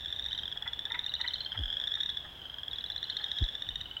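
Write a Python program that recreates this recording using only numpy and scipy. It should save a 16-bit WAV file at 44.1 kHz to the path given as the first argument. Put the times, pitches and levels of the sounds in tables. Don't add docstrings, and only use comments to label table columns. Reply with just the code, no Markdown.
import sys
import numpy as np
from scipy import signal
from scipy.io import wavfile
from scipy.ndimage import uniform_filter1d

SR = 44100
rng = np.random.default_rng(int(sys.argv[2]) if len(sys.argv) > 2 else 0)


def output_pcm(signal):
    pcm = np.clip(np.atleast_2d(signal).T, -1, 1) * 32767
    wavfile.write(sys.argv[1], SR, np.round(pcm).astype(np.int16))


N = 176400

# (frequency [Hz], relative spectral density [dB])
AIR_SPECTRUM = [(25, -15.5), (50, 1.5), (75, 0.5), (190, -12.5), (400, -15.5), (850, -13.5), (1200, -17.5),
                (1750, -15.5), (2400, -22.5), (3300, -6), (4600, -31.5), (9500, -40.5), (15500, -33.5)]
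AIR_DB, AIR_FLICKER_DB = -51.5, 1.5

# (time [s], rise [s], fall [s], level [dB])
WIND_BUMPS = [(1.617, 0.038, 0.057, -31.5), (3.428, 0.014, 0.025, -21.5), (3.704, 0.024, 0.048, -44.5)]
BUMP_HZ, BUMP_SLOWING = 72, 0.61
KNOCK_BAND_HZ, KNOCK_DB, KNOCK_S = (162, 320), -17, 0.0086

# (frequency [Hz], time to decay by 60 dB [s])
WOOD_DECAY = [(500, 0.75), (2000, 0.42), (3500, 0.41), (8000, 0.19)]
NEAR_ECHO_DB, FAR_ECHO_DB, CLUCK_ECHO_DB = -9, -1.0, -7
TRUNKS_DB, TRUNKS_S = -12, 0.0046

# (time [s], level [dB], pitch [Hz])
FAR_CONTOUR = [(0, -40, 3376), (.35, -49, 3700), (.62, -59, 3384), (1.2, -47.5, 3615), (1.6, -45, 3263),
               (1.97, -42.5, 3562), (2.4, -50.5, 3298), (2.95, -52, 3460), (3.4, -38.5, 3396),
               (3.85, -56, 3695)]
FAR_CALLS_PER_S, FAR_SPREAD_DB, FAR_SPREAD_HZ = 9.7, 6, 150
FAR_FIRST_GAP_S, FAR_LAST_GAP_S, FAR_OVERTONES_DB, FAR_RING_S = .036, 0.081, -3, 0.0048

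# (time [s], level [dB])
CLUCK_EVENTS = [(.55, -54), (.612, -51.5), (0.654, -43.5), (.855, -53.5), (0.898, -44), (0.937, -38.5),
                (1.191, -44.5), (1.235, -39.5), (1.539, -47.5), (1.958, -49.5), (2.24, -52), (3.195, -49.5)]
# (frequency [Hz], bandwidth per stage [Hz], gain [dB])
THROAT_FORMANTS = [(922, 146, -5), (1470, 290, -4), (1960, 284, 4)]
CLUCK_HZ, CLUCK_ROUGHNESS, CLUCK_S = 159.1, 1, .025
CLUCK_REF_DB, OPENING_PER_DB = -40.5, .01

# (frequency [multiple of the pitch], relative level [dB], ring [share of the main])
SAC_PARTIALS = [(0.498, -12.5, 0.68), (1.546, -19.5, 0.84), (1.996, -31.5, 1), (2.601, -40.5, .8),
                (4.1, -40.5, 0.89)]
LEAD_S, RISE_S = .005, 0.0011
OVERTONE_LEAD_S, OVERTONE_RISE_S = 0.0011, 0.0007
SAG_HZ_PER_S = 14100
RING_REF_HZ, RING_POWER = 3035, 1.55
SNAP_DB, SNAP_S = -37, 0.0044

# (first pitch [Hz], last pitch [Hz], first level [dB], knee level [dB],
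# last level [dB], overtone gain [dB], ring at RING_REF_HZ [s], click times [s])
NEAR_CALLS = [ (3530, 3530, -40, -26, -30, -8.5, 0.0033, [.035, .081, .134, .190, .254, .320, .389, .457, .517]),
              (3457, 3724, -26.5, -23.5, -27, -5, 0.0043, [.060, .127, .196, .263, .331, .379]),
              (3138, 3790, -32.5, -22.5, -27.5, -4, 0.0041, [0.311, 0.35, 0.394, 0.435, .480, 0.526, .575, 0.625, 0.678, .734, .793, .855, .921, .993, 1.065, 1.140, 1.214, 1.284, 1.337]),
              (3487, 4170, -37.5, -24, -33, -21.5, 0.0038, [0.781, .821, .860, .903, .947, .994, 1.043, 1.095, 1.153, 1.215, 1.278, 1.342, 1.407, 1.449]),
              (2936, 3490, -39, -24, -23.5, -7.5, 0.0043, [1.082, 1.12, 1.166, 1.209, 1.264, 1.309, 1.359, 1.41, 1.463, 1.52, 1.577, 1.637, 1.703, 1.77, 1.84, 1.919, 2.005, 2.093, 2.173]),
              (3210, 3760, -30, -23, -27, -5, 0.0037, [1.528, 1.591, 1.658, 1.729, 1.801, 1.878, 1.955, 2.034, 2.101]),
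              (3363, 3685, -39, -23.5, -25.5, -6.5, 0.0039, [1.573, 1.625, 1.681, 1.741, 1.815, 1.874, 1.941, 2.010, 2.061]),
              (3126, 3800, -35, -23, -25.5, -5, 0.0038, [2.418, 2.456, 2.499, 2.543, 2.586, 2.634, 2.682, 2.733, 2.786, 2.842, 2.902, 2.963, 3.030, 3.100, 3.169, 3.243, 3.317, 3.387, 3.441]),
              (3730, 4174, -32.5, -30, -38.5, -14, 0.005, [2.713, 2.759, 2.809, 2.863, 2.92, 2.98, 3.042, 3.104, 3.171, 3.217]),
              (3012, 3780, -40.5, -25, -28.5, -4.5, 0.0056, [3.054, 3.095, 3.127, 3.190, 3.264, 3.317, 3.368, 3.427, 3.489, 3.553, 3.623, 3.69, 3.758, 3.813]),
              (3007, 3035, -46.5, -33, -27.5, -13, 0.0048, [3.583, 3.622, 3.667, 3.707, 3.757, 3.807, 3.858, 3.913, 3.969])]
KNEE_AT, SWELL_BEND, PITCH_BEND = 0.84, 1.59, 0.94
NEAR_GAIN_DB = -5.5


def amp(db):
    return 10 ** (np.asarray(db) / 20)


def unit(x):
    return x / np.sqrt(np.mean(x ** 2) + 1e-20)


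def at_frequency(points, hz):
    f, value = np.transpose(points)
    return np.interp(np.log(hz + 1), np.log(f), value)


def add(mix, s, sound):
    at = round(s * SR)
    sound = sound[max(-at, 0):]
    part = mix[max(at, 0):][:len(sound)]
    part += sound[:len(part)]


def swell(t, rise, fall):
    return np.exp(-(t / np.where(t < 0, rise, fall)) ** 2)


def air():
    hz, _, spectrum = signal.stft(rng.standard_normal(N), SR, nperseg=2048)
    patches = uniform_filter1d(rng.standard_normal(spectrum.shape), size=12, axis=0)
    patches = unit(uniform_filter1d(patches, size=4, axis=1))
    spectrum *= amp(at_frequency(AIR_SPECTRUM, hz)[:, None] + AIR_FLICKER_DB * patches)
    return amp(AIR_DB) * unit(signal.istft(spectrum, SR, nperseg=2048)[1][:N])


def wind():
    out, t = np.zeros(N), np.arange(N) / SR
    band = signal.butter(2, KNOCK_BAND_HZ, "band", fs=SR, output="sos")
    for s, rise, fall, db in WIND_BUMPS:
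        hz = BUMP_HZ * (1 - BUMP_SLOWING * np.tanh((t - s) / rise))
        swings = swell(t - s, rise, fall) * np.sin(2 * np.pi * (np.cumsum(hz) / SR + rng.random()))
        noise = unit(signal.sosfilt(band, rng.standard_normal(N)))
        knock = swell(t - s + KNOCK_S, rise / 2, KNOCK_S) * noise
        out += amp(db) * (swings + amp(KNOCK_DB) * knock)
    return out


def wood_echo(x):
    hz, t, spectrum = signal.stft(rng.standard_normal(SR), SR, nperseg=256)
    decay = amp(-60 * t / at_frequency(WOOD_DECAY, hz)[:, None])
    tail = signal.istft(spectrum * decay, SR, nperseg=256)[1]
    call_band = signal.butter(2, [2500, 4500], "band", fs=SR, output="sos")
    tail /= np.linalg.norm(signal.sosfilt(call_band, tail)) * np.sqrt(SR / 4000)
    return signal.fftconvolve(x, tail)[:N]


def far_frogs():
    out = np.zeros(N)
    times, level_db, pitch_hz = np.transpose(FAR_CONTOUR)
    for start in np.arange(-1, N / SR, 1 / FAR_CALLS_PER_S):
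        gaps = np.linspace(FAR_FIRST_GAP_S, FAR_LAST_GAP_S, 18) * rng.uniform(.85, 1.15)
        detune_hz = FAR_SPREAD_HZ * rng.standard_normal()
        gain = amp(FAR_SPREAD_DB * rng.standard_normal())
        for s in start + rng.random() / FAR_CALLS_PER_S + np.cumsum(gaps):
            hz = np.interp(s, times, pitch_hz) + detune_hz
            add(out, s, gain * sac_click(hz, FAR_OVERTONES_DB, FAR_RING_S))
    chorus = unit(out + amp(FAR_ECHO_DB) * wood_echo(out))
    return chorus * amp(np.interp(np.arange(N) / SR, times, level_db))


def wood_frog():
    out, t = np.zeros(N), np.arange(4096) / SR
    envelope = np.sin(np.pi * np.minimum(t / CLUCK_S, 1))
    for s, db in CLUCK_EVENTS:
        mouth = 1 + OPENING_PER_DB * (db - CLUCK_REF_DB)
        bright_db = (db - CLUCK_REF_DB) / 2
        pulses = np.diff(np.floor(CLUCK_HZ * mouth * t + rng.random()), prepend=0)
        drive = (unit(pulses) + CLUCK_ROUGHNESS * rng.standard_normal(len(t))) * envelope
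        voice = 0
        for k, (hz, width, peak_db) in enumerate(THROAT_FORMANTS):
            b, a = signal.iirpeak(hz * mouth, hz / width, SR)
            formant = signal.lfilter(b, a, signal.lfilter(b, a, drive))
            voice = voice + amp(peak_db + bright_db * (k > 0)) * formant
        add(out, s, amp(db) * unit(voice) * np.sqrt(CLUCK_S / t[-1]))
    return out


def sac_click(hz, overtones_db, ring_s):
    t = np.arange(1024) / SR - LEAD_S
    early = t + OVERTONE_LEAD_S
    phase = 2 * np.pi * np.cumsum(hz - SAG_HZ_PER_S * t) / SR
    ring = ring_s * (RING_REF_HZ / hz) ** RING_POWER
    out = swell(t, RISE_S, ring) * np.sin(phase)
    for ratio, db, share in SAC_PARTIALS:
        colour_db = overtones_db if ratio > 1 else overtones_db / 2
        partial = np.sin(ratio * phase + 2 * np.pi * rng.random())
        out += amp(db + colour_db) * swell(early, OVERTONE_RISE_S, ring * share) * partial
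    snap = swell(early, OVERTONE_RISE_S, SNAP_S) * rng.standard_normal(len(t))
    out += amp(SNAP_DB + overtones_db) * snap
    direct = out.copy()
    for delay, size in zip(rng.uniform(0.4633, 2.3, size=3), rng.standard_normal(size=3)):
        add(out, TRUNKS_S * delay, amp(TRUNKS_DB) * size / 2 * direct)
    return 2 * out


def near_frogs():
    out = np.zeros(N)
    for first_hz, last_hz, first_db, knee_db, last_db, overtones_db, ring_s, times in NEAR_CALLS:
        for s, progress in zip(times, np.linspace(0, 1, len(times))):
            before = max(1 - progress / KNEE_AT, 0) ** SWELL_BEND
            after = max((progress - KNEE_AT) / (1 - KNEE_AT), 0) ** SWELL_BEND
            db = knee_db + (first_db - knee_db) * before + (last_db - knee_db) * after
            hz = first_hz + (last_hz - first_hz) * progress ** PITCH_BEND
            add(out, s - LEAD_S, amp(db + NEAR_GAIN_DB) * sac_click(hz, overtones_db, ring_s))
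    return out


def scene():
    near, clucks = near_frogs(), wood_frog()
    echo = wood_echo(amp(NEAR_ECHO_DB) * near + amp(CLUCK_ECHO_DB) * clucks)
    return (near + clucks + echo + far_frogs() + wind() + air())[None]


def record(dry):
    lowpass = signal.firwin(511, cutoff=15950, window=("kaiser", 9), fs=SR)
    return signal.oaconvolve(dry, lowpass[None], "same")


dry = scene()
out = record(dry)
output_pcm(out)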